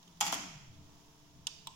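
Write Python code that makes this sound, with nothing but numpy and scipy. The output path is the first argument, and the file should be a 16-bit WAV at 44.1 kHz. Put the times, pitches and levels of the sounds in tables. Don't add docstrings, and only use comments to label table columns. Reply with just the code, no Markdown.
import sys
import numpy as np
from scipy import signal
from scipy.fft import rfft, irfft, next_fast_len
from scipy.io import wavfile
from scipy.ndimage import map_coordinates

SR = 44100
rng = np.random.default_rng(int(sys.argv[2]) if len(sys.argv) > 2 else 0)


def materialize(psi):
    bounded = np.clip(np.atleast_2d(psi).T, -1, 1)
    quanta = np.round(bounded * 32767).astype(np.int16)
    wavfile.write(sys.argv[1], SR, quanta)


N = 77175

# f/Hz, correlation
DIRECT_COHERENCE = [(100, 1), (800, 0.6), (1500, .1), (2600, -0.068), (4000, 0.27), (6500, -0.085),
                    (12000, -0.16)]
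DIFFUSE_COHERENCE = [(150, 1), (800, 0.5), (1500, 0), (10000, 0)]


def amp(db):
    return 10 ** (np.asarray(db) / 20)


def fade(t, t60):
    return amp(-60 * t / t60)


def along(points, hz):
    f, v = np.transpose(points)
    return np.interp(np.log(hz + 1), np.log(f + 1), v)


def curves(rows):
    s, *cols = np.transpose(rows)
    return [np.interp(np.arange(N) / SR, s, c) for c in cols]


def wobble(rate):
    return map_coordinates(rng.standard_normal(size=512), [np.arange(N) * rate / SR], mode="wrap")


def add(track, s, sound):
    start = round(s * SR)
    track[:, start:start + sound.shape[1]] += sound[:, :N - start]


def noise(colour, coherence, size, tilt_db=0):
    hz = np.fft.rfftfreq(size, 1 / SR)
    angle = np.arccos(np.clip(along(coherence, hz), -1, 1)) / 2
    gain = amp(along(colour, hz) + tilt_db * np.log2(np.maximum(hz, 700)))
    white = rfft(rng.standard_normal((2, size)))
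    mid, side = irfft(white * gain * [np.cos(angle), np.sin(angle)], size)
    pair = np.array([mid + side, mid - side])
    return pair / np.sqrt(np.mean(pair ** 2) + 1e-20)


def dense_modes(colour, t60s, coherence, size, tilt_db=0, length=1, attack_s=0.00022):
    t, hz = np.arange(size) / SR, np.fft.rfftfreq(size, 1 / SR)
    spectrum = rfft(noise(colour, coherence, size, tilt_db))
    centres, times = np.transpose(t60s)
    bands = [irfft(spectrum * along(np.c_[centres, pick], hz), size) for pick in np.eye(len(centres))]
    ringing = sum(band * fade(t, t60 * length) for band, t60 in zip(bands, times))
    return ringing * (1 - np.exp(-t / attack_s))


def clear_modes(table, attack_s=0.00074):
    t = np.arange(SR // 2) / SR
    out = np.zeros((2, len(t)))
    for hz, db, t60 in table:
        lag = np.arccos(np.clip(along(DIRECT_COHERENCE, hz), -1, 1))
        phase = rng.uniform(0, 2 * np.pi) + lag * np.array([[.5], [-.5]])
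        out += amp(db) * fade(t, t60) * np.sin(2 * np.pi * hz * t + phase)
    return out * (1 - np.exp(-t / attack_s))


def in_room(sound, wet_db):
    # f/Hz, relative level/dB
    colour = [(100, 15.5), (900, -3), (2300, 3.5), (3400, -4), (5500, 3), (7200, -1), (9000, -4.5),
              (15000, -6.5)]
    # f/Hz, T60/s
    decay = [(200, 0.73), (900, 0.63), (2500, 0.93), (6000, 0.73), (9000, 0.57), (15000, 0.51)]
    radiation = signal.butter(N=3, Wn=246, btype="high", fs=SR, output="sos")
    direct = signal.sosfilt(radiation, sound)
    tail = dense_modes(colour, decay, DIFFUSE_COHERENCE, size=24576, attack_s=0.0094)
    out = amp(wet_db) * signal.fftconvolve(direct, tail / np.linalg.norm(tail[0]), axes=1)
    add(out, 0, direct)
    return out


def background():
    # t/s, level/dB
    rumble_level = [(0, -69.5), (.3, -62), (.6, -60.5), (.76, -57), (.9, -60), (1.05, -65), (1.3, -65.5),
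                    (1.4, -57.5), (1.5, -65), (1.68, -62), (1.75, -62)]
    hiss_level = [(0, -63.5), (.7, -65.5), (.95, -63), (1.3, -65), (1.75, -66)]
    # f/Hz, relative level/dB
    rumble_colour = [(20, 8), (45, -8), (66, 6), (100, -2.5), (140, 6), (230, -4), (350, -19), (600, -18.5),
                     (2000, -55)]
    hiss_colour = [(20, -19), (150, -12), (300, 1.5), (500, -7.5), (610, -12.5), (660, 5), (740, -10.5),
                   (920, 1.5), (1150, -5), (1500, -9.5), (2200, -11), (3300, -8), (4400, -12.5), (5600, -6),
                   (7200, -10.5), (8200, -21.5), (10200, -17.5), (12000, -23.5), (16000, -16.5)]
    rumble = amp(curves(rumble_level)[0]) * noise(rumble_colour, coherence=[(100, 0.7)], size=N)
    hiss = amp(curves(hiss_level)[0]) * noise(hiss_colour, DIFFUSE_COHERENCE, size=N)
    return rumble + hiss


def motor():
    # harmonic number, level/dB
    harmonics = [(1, -74.5), (2, -73), (3, -82)]
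    hum_hz, start_s, rise_s = 147, 0.684, 0.072
    rise = np.clip((np.arange(N) / SR - start_s) / rise_s, 0, 1)
    phase = 2 * np.pi * np.cumsum(hum_hz * (1 + 0.0067 * wobble(7.95))) / SR
    hum = sum(amp(db + 3.5 * wobble(6.28)) * np.sin(k * phase) for k, db in harmonics)
    return rise * np.sqrt(2) * hum


def reels():
    # t/s, f/Hz, level/dB
    run_down = [(0, 171.2, -69), (.2, 169.8, -61.5), (.25, 176, -67), (.285, 177.7, -48.5),
                (.31, 177.4, -60), (.34, 182.2, -55), (.37, 232.9, -82), (.40, 242.6, -48),
                (.43, 208.5, -69), (.47, 174.7, -54), (.52, 161.9, -55.5), (.565, 152.5, -50),
                (.63, 134.2, -63), (.71, 114.6, -60), (.79, 86.7, -60.5), (.9, 65, -81), (1.0, 59.8, -96)]
    roughness, emptier_ratio, emptier_db = 0.38, 1.3, -13.5
    hz, db = curves(run_down)
    phase = 2 * np.pi * np.cumsum(hz) / SR
    fuller, emptier = [(1 + roughness * wobble(50.2)) * np.sin(ratio * phase + roughness * wobble(61.1))
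                       for ratio in (1, emptier_ratio)]
    return amp(db) * np.sqrt(2) * (fuller + amp(emptier_db) * emptier)


def ticks():
    # t/s, level/dB
    turns = [(0.0269, -53.5), (0.075, -54), (0.1235, -62), (0.1712, -58.5)]
    # f/Hz, relative level/dB
    colour = [(500, -27), (2200, -19), (3300, 4), (4500, -10), (6600, -1), (8500, -21), (10500, -17),
              (15000, -19)]
    # f/Hz, T60/s
    decay = [(1000, 0.06), (10000, 0.041)]
    out = np.zeros((2, N))
    for s, db in turns:
        add(out, s, amp(db) * dense_modes(colour, decay, DIRECT_COHERENCE, size=4096, attack_s=0.0018))
    return out


def button():
    # t/s, level/dB
    press = [(1.4692, -25), (1.4712, -35.5), (1.4750, -39)]
    release = [(1.6709, -34), (1.6720, -36.5)]
    # f/Hz, relative level/dB
    press_colour = [(100, -25), (450, -34), (950, -16.5), (1400, -15.5), (2100, -19), (2800, -1),
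                    (3500, 3.5), (4200, -1.5), (5800, 9), (7500, -8), (9200, -1.5), (11000, -9),
                    (16000, -14)]
    release_colour = [(200, -14), (600, -24), (1000, 9), (1600, -31), (2400, -7.5), (3400, 7.5),
                      (4400, -5.5), (5600, 1), (6400, 1), (7500, 7.5), (9500, -11.5), (13000, -9),
                      (16000, -7)]
    # f/Hz, T60/s
    decay = [(900, 0.09), (3300, 0.027), (6000, 0.014), (12000, 0.014)]
    # f/Hz, T60/s, level/dB on press, level/dB on release
    panel_modes = [(950, 0.055, -48, -47.5), (1046, 0.21, -77, -51), (2730, .012, -44, -70),
                   (3024, 0.025, -31.5, -46), (3384, 0.039, -37.5, -40), (3840, 0.059, -49.5, -49.5),
                   (4640, .016, -48, -56), (5490, 0.015, -34, -42), (6290, .018, -33, -54),
                   (7390, 0.027, -33.5, -43), (8780, 0.02, -38, -60)]
    hz, t60, press_db, release_db = np.transpose(panel_modes)
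    out = np.zeros((2, N))
    for snaps, colour, panel_db in (press, press_colour, press_db), (release, release_colour, release_db):
        for s, db in snaps:
            snap = dense_modes(colour, decay, DIRECT_COHERENCE, size=4096, attack_s=0.00037)
            add(out, s, amp(db) * in_room(snap, wet_db=-9.5))
        panel = clear_modes(zip(hz, panel_db, t60), attack_s=0.00017)
        add(out, snaps[0][0], in_room(panel, wet_db=-15.5))
    return out


def transport():
    # t/s, level/dB, tilt/(dB per octave), decay time factor
    contacts = [(0.2051, -31.5, 7, 1.2), (0.2091, -22.5, 2.5, 0.96), (0.2130, -24.5, 0, 0.93),
                (0.2165, -32.5, 1, 1.45), (0.2264, -32.5, 3.5, 0.58), (0.2400, -46, 15, 1.3),
                (0.251, -41, 11, 2.4), (0.2640, -31.5, 1, 1.75), (0.2695, -40.5, 3, 1.8),
                (0.2770, -35, 0, 2.4), (0.3228, -33.5, 9, 1.2), (0.3261, -27, -2.5, 1.14),
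                (0.3295, -38.5, 0.5, 0.51), (0.3340, -33, 0.5, 1.1), (0.3408, -32, 3, 1.44),
                (0.3480, -43, 6, 0.67)]
    # f/Hz, relative level/dB
    colour = [(60, -8), (170, -3), (310, -9.5), (400, -18.5), (510, -16.5), (660, -3), (880, 2), (1050, -1),
              (1350, -1), (1650, -8), (2700, -1.5), (2950, -3), (3350, 4), (3800, -8.5), (5500, -5),
              (7100, -1.5), (8000, -13), (12000, -14.5), (16000, -25)]
    # f/Hz, T60/s
    decay = [(200, 0.063), (900, 0.071), (3000, .04), (7000, 0.039), (14000, 0.037)]
    # f/Hz, relative level/dB, T60/s
    chassis_modes = [(835, -8, .42), (932, -14, .25), (1122, -20, .35), (1308, -15, .2), (1427, -20, .3),
                     (2245, -23, .7), (2834, -18, .25), (3358, -13, .22), (3410, -17, .2), (6610, -21, .3),
                     (6884, -19, .25)]
    chassis_db, clamp_s, clamp_t60_s = -24, 0.31, 0.31
    out = np.zeros((2, N))
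    for s, db, tilt_db, length in contacts:
        knock = dense_modes(colour, decay, DIRECT_COHERENCE, size=8192, tilt_db=tilt_db, length=length)
        add(out, s, amp(db) * in_room(knock, wet_db=-4.5))
    struck_s = max(contacts, key=lambda row: row[1])[0]
    chassis = clear_modes(chassis_modes)
    clamped_for = np.maximum(struck_s + np.arange(chassis.shape[1]) / SR - clamp_s, 0)
    add(out, struck_s, amp(chassis_db) * chassis * fade(clamped_for, clamp_t60_s))
    return out


def scene():
    return transport() + ticks() + button() + reels() + motor() + background()


def record(dry):
    # f/Hz, left minus right level/dB
    balance = [(80, 0), (250, 2), (800, 0.5), (1400, 0), (2500, -1.5), (3500, -8.5), (5200, -7),
               (6700, 6.5), (9000, 0), (14000, 0)]
    top_hz = 16000
    size = next_fast_len(N + SR // 2)
    hz = np.fft.rfftfreq(size, 1 / SR)
    ports = amp(along(balance, hz) * np.array([[.5], [-.5]]))
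    return irfft(rfft(dry, size) * ports * (hz < top_hz), size)[:, :N]


dry = scene()
out = record(dry)
materialize(out)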